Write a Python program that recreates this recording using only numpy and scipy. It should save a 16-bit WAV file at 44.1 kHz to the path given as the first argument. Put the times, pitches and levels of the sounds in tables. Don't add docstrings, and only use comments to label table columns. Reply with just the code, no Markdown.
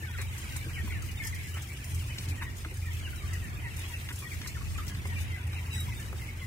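import sys
import numpy as np
from scipy import signal
from scipy.fft import rfft, irfft
from scipy.io import wavfile
from scipy.ndimage import uniform_filter1d

SR = 44100
rng = np.random.default_rng(int(sys.argv[2]) if len(sys.argv) > 2 else 0)


def waveform_to_disk(signal):
    frames = np.transpose(np.atleast_2d(signal))
    scaled = np.clip(frames, -1, 1) * 32767
    samples = np.round(scaled).astype(np.int16)
    wavfile.write(sys.argv[1], SR, samples)


def elevation(decibels):
    levels = np.asarray(decibels, float)
    return 10 ** (levels / 20)


N = 284886

PORT_LAG_S = 0.00033
BURST = 6000


def unit(x):
    return x / np.sqrt(np.mean(x ** 2))


def colour(x, points):
    hz, db = np.transpose(points)
    bins = np.arange(x.shape[-1] // 2 + 1) * SR / x.shape[-1] + 1
    return irfft(rfft(x) * elevation(np.interp(np.log(bins), np.log(hz), db)), x.shape[-1])


def walk(rate, size=N):
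    k = max(int(SR / rate), 2)
    smooth = uniform_filter1d(rng.standard_normal(size), k, mode="wrap")
    return unit(uniform_filter1d(smooth, k, mode="wrap"))


def curves(table):
    s, *columns = np.transpose(table)
    return [np.interp(np.arange(N) / SR, s, c) for c in columns]


def swells(table, rest_db):
    t = np.arange(N) / SR
    power = elevation(2 * rest_db)
    for s, length, db in table:
        power = power + elevation(2 * db) * np.exp(-(4 * (t - s) / length) ** 2)
    return 10 * np.log10(power)


def add(out, sound, s, pan_db, lag_s):
    for ear, start, db in ((0, s, pan_db / 2), (1, s + lag_s, -pan_db / 2)):
        i = max(int(start * SR), 0)
        out[ear, i:i + len(sound)] += elevation(db) * sound[:max(N - i, 0)]


def echo(x, t60):
    t = np.arange(int(SR * 0.8)) / SR
    tail = rng.standard_normal((2, len(t))) * np.exp(-np.log(1000) * t / t60) * (t > 0.008)
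    return signal.fftconvolve(x, tail / np.sqrt(np.sum(tail ** 2) / 2), axes=1)[:, :N]


def burst(db, t60, noise, rise_s, tick_db=-30):
    t = np.arange(BURST) / SR
    decay = np.exp(-np.log(1000) * t / t60) + elevation(tick_db) * np.exp(-t / 0.006)
    return elevation(db) * noise * (1 - np.exp(-t / rise_s)) * decay


def fans():
    # t/s, length/s, level/dB
    beats = [(.14, 0.65, -37.5), (.56, 0.098, -37), (.9, 0.67, -34.5), (1.36, 0.24, -35.5),
             (1.56, 0.14, -32), (1.97, 0.22, -31.5), (2.31, 0.23, -34), (2.88, 0.41, -33),
             (3.1, 0.069, -40), (3.3, 0.3, -35), (3.83, 0.48, -41), (4.37, 0.077, -35.5),
             (4.72, 0.48, -35.5), (4.92, .1, -56), (5.17, 0.42, -33.5), (5.45, 0.9, -37.5),
             (5.78, 0.39, -34), (6.44, 0.46, -40)]
    shaft_sags = (.2, 1.65, 4.15, 5.5)
    # f/Hz, level/dB
    upper_tones = [(112, 2), (130, -3.5)]
    # f/Hz, level per Hz/dB
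    air_spectrum = [(34, -21.5), (64, -0.5), (100, -3.5), (145, -12), (250, -21.5), (340, -23), (520, -33),
                    (1500, -39), (2000, -35)]
    blade_hz, shaft_hz = 86.15, 42.5
    sag_length_s, sag_db = 0.38, -22
    t = np.arange(N) / SR
    ports = np.array([[1], [-1]])

    turn = 2 * np.pi * np.cumsum(1 + 0.0078 * walk(4.63)) / SR
    shift = 0.3 * walk(6) * ports
    blade = elevation(swells(beats, -46)) * np.sin(blade_hz * turn + shift)

    sag = sum(np.exp(-((t - s) / sag_length_s * 2) ** 2) for s in shaft_sags)
    shaft_db = -46 + 0.85 * walk(2.1) + sag_db * sag
    shaft = elevation(shaft_db) * np.sin(shaft_hz * turn + 4 * shift)

    second = np.zeros((2, N))
    for hz, db in upper_tones:
        phase = hz * turn + 0.53 * walk(7.5) + 0.49 * shift
        second += elevation(db + 2.36 * walk(6.5)) * np.sin(phase)

    mid, side = colour(rng.standard_normal((2, N)), air_spectrum + [(4000, -94)])
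    side = colour(side, [(40, -29), (80, -16), (150, -19.5), (300, -13.5), (500, -8), (900, 0.5)])
    air = elevation(-39.5 + 1.27 * walk(2.6)) * (mid + side * ports) / np.std(mid)
    mix = np.sqrt(2) * (blade + shaft) + elevation(-45) * unit(second) + air
    return mix * elevation(-0.4 * ports)


def syrinx_flutter():
    return (walk(1400) + 1j * walk(1400)) / np.sqrt(2)


def note(length, start_hz, end_hz, hoarse_hz, flutter, lean=0.73):
    clear_hz, second_db = 60, -27
    u = np.linspace(0, 1, int(length * SR))
    phase = 2 * np.pi * np.cumsum(start_hz + (end_hz - start_hz) * (1.1 * u ** 0.7 - 0.12)) / SR
    rough = hoarse_hz ** 2 / (hoarse_hz ** 2 + clear_hz ** 2)
    shake = flutter[(np.arange(len(u)) * hoarse_hz / 400).astype(int)]
    swing = np.sqrt(1 - rough) + np.sqrt(rough) * shake
    swing = swing / np.sqrt(np.mean(np.abs(swing) ** 2))
    tone = np.imag(swing * np.exp(1j * phase)) + elevation(second_db) * np.sin(2 * phase)
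    return np.sqrt(2) * np.sin(np.pi * u ** lean) * tone


def far_crowd():
    # f/Hz, level/dB
    crowd = [(700, -11.5), (1200, -15.5), (1600, -10), (2000, -3.5), (2600, -5), (3200, -10.5),
             (4000, -10.5), (5000, -30)]
    flutter = syrinx_flutter()
    far = np.zeros((2, N))
    for when, a, b, c, d, e in rng.random((1700, 6)):
        octaves = (1.7 if a + d < 1 else 0.8) * (a + d - 1)
        hz = 2400 * 2 ** octaves
        end_hz = hz * (0.97 - 0.3 * c)
        sound = note(0.015 + 0.03 * b, hz, end_hz, 18 + 70 * b * d, flutter[int(a * N / 2):])
        db = min(-3 * np.log(e), 2.2)
        add(far, elevation(db) * sound, when * N / SR - 0.02, 8 * (c - 0.45), PORT_LAG_S * 1.6 * b)
    far = unit(far) + elevation(-7) * unit(echo(far, 0.42))
    far = colour(far, np.multiply(crowd, (1, 0.4)))
    wash = rng.standard_normal((2, N)) * elevation(3.2 * walk(11))
    return unit(unit(far) + elevation(-5.5) * unit(colour(wash, crowd)))


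def litter_bed(rustle_db):
    # f/Hz, level per Hz/dB
    rustle = [(1760, -7), (3000, 5.5), (3650, -0.5), (4290, -2), (7720, -3), (11500, -6.5), (15760, -10),
              (16000, -64)]
    left_db = 3.5
    grain_db = np.minimum(4.4 * rng.exponential(size=(2, N)), 13)
    grains = (rng.random((2, N)) < 500 / SR) * elevation(grain_db)
    grains = signal.lfilter([1], [1, -0.99], grains) * rng.standard_normal((2, N))
    bed = elevation(-1.5) * unit(grains)
    shuffle = 1.68 * walk(40)
    for hz in (5000, 9000, 14000):
        part = colour(rng.standard_normal((2, N)), [(hz / 6.3, -30), (hz, 0), (hz * 130, -30)])
        flicker_db = shuffle + np.array([2 * walk(18), 2 * walk(2.4)])
        bed = bed + unit(part) * np.sqrt(hz / 14000) * elevation(flicker_db)
    pan = np.array([[left_db], [-left_db]]) / 2
    return unit(colour(bed, [(1500, -35)] + rustle)) * elevation(rustle_db + pan + 1)


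def thumps():
    # t/s, peak level/dB, f/Hz
    blows = [(.02, -42, 341), (0.189, -42, 388), (0.442, -40, 217), (0.662, -38.5, 332),
             (0.836, -32.5, 216), (1.54, -48, 403), (2.311, -40, 207), (2.656, -39.5, 321),
             (2.713, -41, 372), (4.101, -40, 290.6), (4.312, -45, 308), (4.402, -42, 270),
             (5.05, -44.5, 394), (5.151, -35.5, 205), (4.969, -36, 171), (4.791, -50, 283),
             (4.909, -47, 292), (4.872, -41, 201), (5.309, -46, 330), (6.131, -45, 364)]
    out, t = np.zeros((2, N)), np.arange(BURST) / SR
    for s, db, hz in blows:
        ring = np.sin(2 * np.pi * hz * t) + 0.5 * np.sin(2 * np.pi * 1.37 * hz * t)
        add(out, burst(db, 0.11, ring, 0.0025), s, 0, 0)
    return out


def knocks():
    # t/s, peak level/dB, centre f/Hz, t60/s
    pecks = [(0.185, -36, 1790, 0.085), (0.559, -36.5, 1790, 0.082), (2.183, -31, 3300, 0.082),
             (2.422, -34, 1690, .03), (2.4265, -44, 1780, .04), (2.648, -32.5, 1470, 0.035),
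             (4.782, -38, 1900, 0.022), (4.088, -33.5, 2070, 0.086), (4.415, -37, 2350, 0.073),
             (4.46, -34, 1560, 0.028), (4.949, -36.5, 2000, 0.026), (5.054, -37.5, 1120, 0.038),
             (5.53, -39.5, 2020, 0.086), (6.127, -36, 690, 0.037), (.875, -40, 1000, .04),
             (1.57, -40, 1100, .04), (3.027, -45, 1000, .04), (4.225, -44, 1100, .04)]
    out = np.zeros((2, N))
    for s, db, hz, t60 in pecks:
        body = [(hz / 7, -30), (hz / 1.94, -5), (hz, 0), (2 * hz, -5), (4 * hz, -24)]
        noise = unit(colour(rng.standard_normal(BURST), body))
        add(out, burst(db - 7.5, min(t60, 0.075), noise, 0.0007, 3), s, 1.5, 0.4 * PORT_LAG_S)
    return out + elevation(-14) * echo(out, 0.2)


def scratches():
    # t/s, peak level/dB, left minus right level/dB
    claws = [(0.175, -37, -6), (0.2135, -30.5, 6), (0.3782, -31.5, -2), (0.563, -26.5, -7),
             (1.021, -35.5, 8), (1.112, -35.5, -2), (1.2356, -32, 2), (1.247, -30, 0), (1.269, -25, 3),
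             (1.345, -33.5, -2), (1.467, -41, 2.5), (1.539, -35, 0), (1.62, -34, 6), (1.6853, -39.5, 7),
             (1.841, -33, 1), (1.945, -31.5, 4), (2.1809, -47, -3), (2.285, -33.5, 4), (2.5676, -40, 1),
             (2.579, -38, 1), (2.74, -37.5, 4), (2.931, -38, 9), (2.9482, -39, 5), (3.157, -39.5, 11),
             (3.332, -31, 1), (3.7646, -33.5, 3), (4.126, -35, 4), (4.157, -32.5, 3), (4.1868, -31, 0),
             (4.471, -28, 2), (4.773, -39, -4), (4.865, -36, 2), (4.879, -30.5, 3), (5.8016, -29, -1),
             (5.9975, -36, -3), (.5202, -42, -6), (0.876, -40, -6), (1.4346, -46, 3), (1.729, -38, 0),
             (2.433, -39, 3), (2.769, -36, 3), (2.8564, -40.5, 0), (3.276, -42, 0), (3.4385, -40.5, 10),
             (3.472, -45, 5), (3.493, -43, 4), (3.7908, -31, 2), (3.8487, -56, 0), (4.2727, -45, -1),
             (4.6892, -58, -2), (4.7371, -47, -7), (5.07, -37, 5), (5.1786, -45, 0), (5.468, -40, 4),
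             (5.5174, -45, -8), (5.737, -45, -3), (6.3668, -47, -3), (6.4288, -47, -3)]
    out = np.zeros((2, N))
    for s, db, pan_db in claws:
        noise = rng.standard_normal((2, BURST))
        hz = 7500 * 2 ** (0.36 * noise[0, 0])
        t60 = 0.1 * 2 ** (0.3 * noise[1, 0])
        crackle = unit(colour(noise, [(2500, -25), (hz * 0.76, -3), (hz, 0), (16000, -7)]))
        port_db = db - 10 + np.array([[pan_db], [-pan_db]]) / 2
        i = int(s * SR)
        out[:, i:i + BURST] += burst(port_db, t60, crackle, 0.0018, -1)[:, :N - i]
    return out


def clucks():
    # t/s, length/s, pulse rate f/Hz, throat f/Hz, level/dB
    pulsed = [
        (.185, 0.047, 300, 1920, -44),
        (1.555, 0.039, 300, 1900, -45),
        (2.41, 0.029, 320, 1700, -40.5),
        (4.1, 0.021, 480, 1670, -44),
    ]
    out = np.zeros((2, N))
    for s, length, rate_hz, hz, db in pulsed:
        jitter, shimmer = rng.standard_normal((2, 30))
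        times = (np.cumsum(1 + 0.067 * jitter) / rate_hz * SR).astype(int)
        pulses = np.zeros(8192)
        arch = np.sin(np.pi * np.minimum(times / SR / length, 1)) ** 0.6
        pulses[times] = elevation(1.5 * shimmer) * arch
        throat = [(hz / 2.8, -30), (hz / 1.8, -6), (hz / 1.4, -9), (hz, 0), (hz * 1.4, -6), (hz * 1.9, -26)]
        sound = colour(pulses, throat)
        add(out, elevation(db) * sound / np.std(sound[:int(length * SR)]), s, 0.6, 0.3 * PORT_LAG_S)
    return out + elevation(-8) * echo(out, 0.12)


def call(out, flutter, s, length, start_hz, end_hz, db, hoarse_hz, lagged=True):
    a, b, c = rng.random(3)
    pad = 0.006
    sound = note(length + 2 * pad, start_hz, end_hz, hoarse_hz, flutter[int(a * N / 2):])
    add(out, elevation(db) * sound, s - pad, 1.4 + 4 * (b - 0.5), PORT_LAG_S * (0.05 + 0.8 * c) * lagged)


def squeal(out, flutter):
    # t/s, length/s, start f/Hz, end f/Hz
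    s, length, start_hz, end_hz = (5.712, 0.125, 1935, 1915)
    overtones = [(2, -44.5), (3, -61), (4, -48), (5, -66)]
    for k, db in overtones:
        tone = note(length, k * start_hz, k * end_hz, 24 * k, flutter[1000 * int(k):], lean=0.52)
        add(out, elevation(db) * tone, s, 1.5, PORT_LAG_S)


def rasps(out, flutter):
    # t/s, length/s, start f/Hz, end f/Hz, level/dB
    hoarse = [(0.177, 0.02, 1820, 1870, -44), (0.187, 0.042, 4400, 3615, -47.5),
              (0.735, 0.06, 2960, 2770, -47), (0.876, 0.014, 833, 1000, -57),
              (0.9, 0.051, 2190, 2120, -42.5), (1.19, 0.032, 2430, 2260, -49),
              (1.228, 0.07, 2150, 2020, -46), (1.534, 0.0344, 2760, 3080, -47),
              (1.548, 0.048, 1330, 1276, -53), (4.22, 0.025, 1155, 1154, -50),
              (4.449, 0.017, 2240, 1870, -45)]
    for s, length, start_hz, end_hz, db in hoarse:
        call(out, flutter, s, length, start_hz, end_hz, db, 125)


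def whistles(out, flutter):
    # t/s, length/s, start f/Hz, end f/Hz, level/dB
    clear = [(0.207, .05, 2450, 2230, -51), (0.778, 0.028, 1980, 1780, -42.5),
             (0.952, 0.038, 1900, 1650, -46), (1.22, .02, 1790, 1760, -43.5), (2.1, 0.04, 1800, 2800, -49),
             (2.382, 0.027, 1900, 1810, -48), (3.071, 0.022, 1750, 1330, -49.5),
             (3.426, 0.043, 1910, 1740, -48), (3.643, .045, 1000, 890, -54),
             (3.926, 0.029, 1930, 1874, -52), (4.612, 0.022, 1140, 1090, -50.5),
             (4.785, 0.021, 1410, 1120, -42), (6.2, 0.05, 2150, 2030, -51.5),
             (4.9, 0.039, 1710, 1610, -52.5), (5.73, .04, 7850, 7820, -48), (5.758, 0.037, 1964, 1920, -47),
             (5.903, 0.039, 2125, 1930, -47), (7, .025, 1400, 2400, -53), (6.221, 0.011, 2220, 1900, -47),
             (6.4, .018, 3420, 3265, -57.5)]
    for s, length, start_hz, end_hz, db in clear:
        call(out, flutter, s, length, start_hz, end_hz, db, 22, lagged=False)


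def peeps(out, flutter):
    # t/s, length/s, start f/Hz, level/dB
    steep = [(0.628, 0.026, 1780, -48), (1.327, 0.019, 2180, -42.5), (2.288, 0.054, 2690, -47.5),
             (3.329, 0.034, 2125, -44), (3.622, 0.03, 2070, -51), (3.644, 0.046, 2110, -42),
             (3.83, 0.023, 2660, -50), (4.225, 0.027, 2510, -42), (5.355, 0.075, 1690, -53),
             (5.585, 0.019, 2136, -49.5), (5.7, 0.053, 2910, -47)]
    soft = [(0.04, 0.02, 2350, -48), (0.913, 0.015, 1546, -49.5), (1.202, 0.018, 2230, -37),
            (1.701, 0.037, 2370, -48), (2.307, 0.021, 1820, -53), (2.456, 0.037, 1990, -44),
            (2.862, 0.04, 1960, -46.5), (3.131, 0.016, 1525, -49), (3.211, 0.058, 1230, -54),
            (3.901, 0.035, 1000, -52), (3.94, 0.019, 2785, -41), (4.833, 0.011, 1370, -53),
            (5.042, 0.038, 2190, -46.5), (5.098, 0.039, 1950, -43.5), (5.161, 0.033, 2840, -54),
            (5.884, 0.023, 1010, -50), (5.991, 0.017, 2930, -49), (5.994, 0.031, 1850, -50),
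            (6.282, 0.019, 2310, -45.5), (6.418, 0.026, 2135, -42)]
    even = [(0.028, 0.017, 1780, -40.5), (0.597, 0.044, 2350, -46), (0.753, 0.03, 1614, -49.5),
            (0.788, 0.021, 1370, -52), (1.25, 0.023, 1820, -40), (1.471, 0.039, 1720, -48.5),
            (2.104, 0.016, 3000, -49), (2.847, 0.0056, 1330, -56), (3.313, 0.017, 1330, -53),
            (3.835, 0.013, 2780, -56), (4.243, 0.039, 1930, -49), (5.121, 0.015, 960, -53),
            (4.763, 0.015, 1160, -53), (.1, 0.014, 964, -55), (1.26, 0.016, 938, -54),
            (2.415, 0.026, 962, -47), (2.885, 0.026, 970, -55), (3.535, 0.027, 1200, -54),
            (4.455, 0.015, 1010, -56), (5.4, 0.025, 980, -56), (5.61, 0.033, 993, -58),
            (6.41, .03, 1097, -56), (4.495, .015, 2190, -48)]
    # t/s, length/s, start f/Hz, end f/Hz, level/dB
    glides = [(0.061, 0.049, 1620, 1405, -49), (.1, 0.043, 1890, 1730, -50),
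              (0.138, 0.039, 1600, 1256, -48), (0.3, 0.036, 2380, 2100, -53),
              (0.317, 0.061, 2050, 1990, -55), (0.36, 0.022, 3470, 3120, -57),
              (0.434, 0.025, 2730, 2580, -59), (0.516, 0.063, 1600, 1475, -50),
              (0.757, 0.027, 2450, 2040, -44), (1.021, 0.016, 1450, 1210, -52),
              (1.087, 0.031, 2960, 2760, -49), (1.173, 0.029, 3680, 3585, -53),
              (1.375, 0.041, 2400, 1960, -47.5), (1.48, 0.023, 2300, 2310, -54),
              (1.752, 0.039, 2850, 2790, -51.5), (1.953, 0.013, 2320, 1900, -53),
              (1.994, 0.04, 3350, 2360, -46.5), (2.043, 0.043, 3470, 2550, -59.5),
              (2.089, 0.039, 2750, 2204, -48), (2.115, 0.0068, 2230, 1880, -64),
              (2.704, 0.027, 2114, 1830, -50), (2.865, 0.028, 3850, 3400, -59),
              (2.91, .012, 3300, 3120, -49), (2.999, 0.018, 2114, 2076, -54),
              (3.029, 0.051, 3320, 2550, -44.5), (3.175, 0.031, 4050, 3680, -55),
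              (4.317, 0.026, 2470, 1740, -42.5), (4.434, 0.014, 1770, 2320, -51),
              (4.55, 0.02, 1830, 1740, -48), (4.568, 0.0076, 1700, 1140, -45.5),
              (4.613, 0.0087, 1790, 1080, -48), (4.65, .03, 2680, 2550, -50),
              (4.748, 0.027, 2630, 2300, -48), (4.784, 0.003, 2420, 1340, -40.5),
              (5.161, 0.022, 2510, 2220, -42), (5.196, 0.049, 2600, 2380, -52),
              (5.293, 0.084, 2200, 1944, -43.5), (5.558, 0.038, 3080, 2060, -46),
              (5.926, 0.026, 2590, 2460, -51.5)]
    for kind, fall, fall_per_s in ((steep, 0.13, 0.81), (soft, 0.088, 0), (even, 0.014, 0)):
        for s, length, hz, db in kind:
            call(out, flutter, s, length, hz, hz * (1 - fall - fall_per_s * length), db, 43)
    for s, length, start_hz, end_hz, db in glides:
        call(out, flutter, s, length, start_hz, end_hz, db, 32)


def near_birds():
    flutter = syrinx_flutter()
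    near = np.zeros((2, N))
    for voice in (squeal, rasps, whistles, peeps):
        voice(near, flutter)
    return near + elevation(-4.5) * echo(near, 0.14)


def scene():
    # t/s, calling of the far crowd level/dB, shuffling feet level/dB
    flock = [(0, -52.5, -52), (.6, -49.5, -49.5), (1.06, -53.5, -54), (1.24, -51, -51), (2.14, -52, -51),
             (2.44, -51.5, -53.5), (2.54, -57.5, -55.5), (2.9, -51.5, -53.5), (3.72, -51.5, -54),
             (3.8, -49.5, -49), (4.18, -55.5, -50.5), (4.28, -52, -50.5), (4.86, -54, -51.5),
             (5.36, -50.5, -53.5), (5.46, -52, -55), (5.76, -50, -52), (6.3, -54, -54),
             (6.46, -53.5, -53.5)]
    # t/s, length/s, level/dB
    scuffles = [(.4, 0.21, -51), (1.06, 0.12, -51.5), (1.25, 0.2, -56), (2.26, 0.2, -49), (2.6, 0.1, -50),
                (2.98, 0.19, -51), (3.34, 0.15, -55), (3.81, 0.04, -59), (4.34, 0.059, -48),
                (4.78, 0.082, -49), (4.9, 0.054, -49), (5.21, 0.11, -46.5), (5.76, 0.13, -46)]
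    crowd_db, rustle_db = curves(flock)
    background = fans() + far_crowd() * elevation(crowd_db + 3)
    floor = litter_bed(swells(scuffles, rustle_db)) + thumps() + knocks() + scratches()
    return background + floor + clucks() + near_birds()


def gate(x):
    drop_db, patchy_db = -4.6, 2.7
    turn = np.array([[1, 0.87], [1, -0.96]]) / np.sqrt(2)
    hz, _, z = signal.stft(turn @ x, SR, nperseg=2048)
    bins, frames = len(hz), z.shape[2]
    treble = np.clip(hz / 1600 - 1, 0, 1)[:, None]
    field = rng.standard_normal((2, 171, frames // 2 + 1)).repeat(6, 1).repeat(2, 2)
    z = z * elevation(patchy_db * field[:, :bins, :frames] * treble)
    power = np.abs(z) ** 2
    band = uniform_filter1d(power, size=6, axis=1)[:, 3::6].repeat(6, 1)[:, :bins]
    tilt_db = np.interp(hz, (4500, 5500, 8000, 10000), (0, -4, -3, 5))[:, None]
    masker = uniform_filter1d(power, size=70, axis=1) * treble ** 4 * elevation(tilt_db)
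    keep = np.clip((10 * np.log10(band / (masker + 1e-30)) - drop_db) / 2, 0.03, 1)
    z = z * keep * (hz < 15830)[:, None]
    return turn @ signal.istft(z, SR, nperseg=2048)[1][:, :N]


def band_limit(x):
    return signal.sosfilt(signal.butter(12, 16440, fs=SR, output="sos"), x)


def record(dry):
    bass_cut = signal.butter(9, 36, "high", fs=SR, output="sos")
    top_cut = signal.ellip(10, 0.2, 80, 15830, fs=SR, output="sos")
    mix = signal.sosfilt(np.vstack([bass_cut, top_cut]), gate(dry))
    return band_limit(mix)


dry = scene()
out = record(dry)
waveform_to_disk(out)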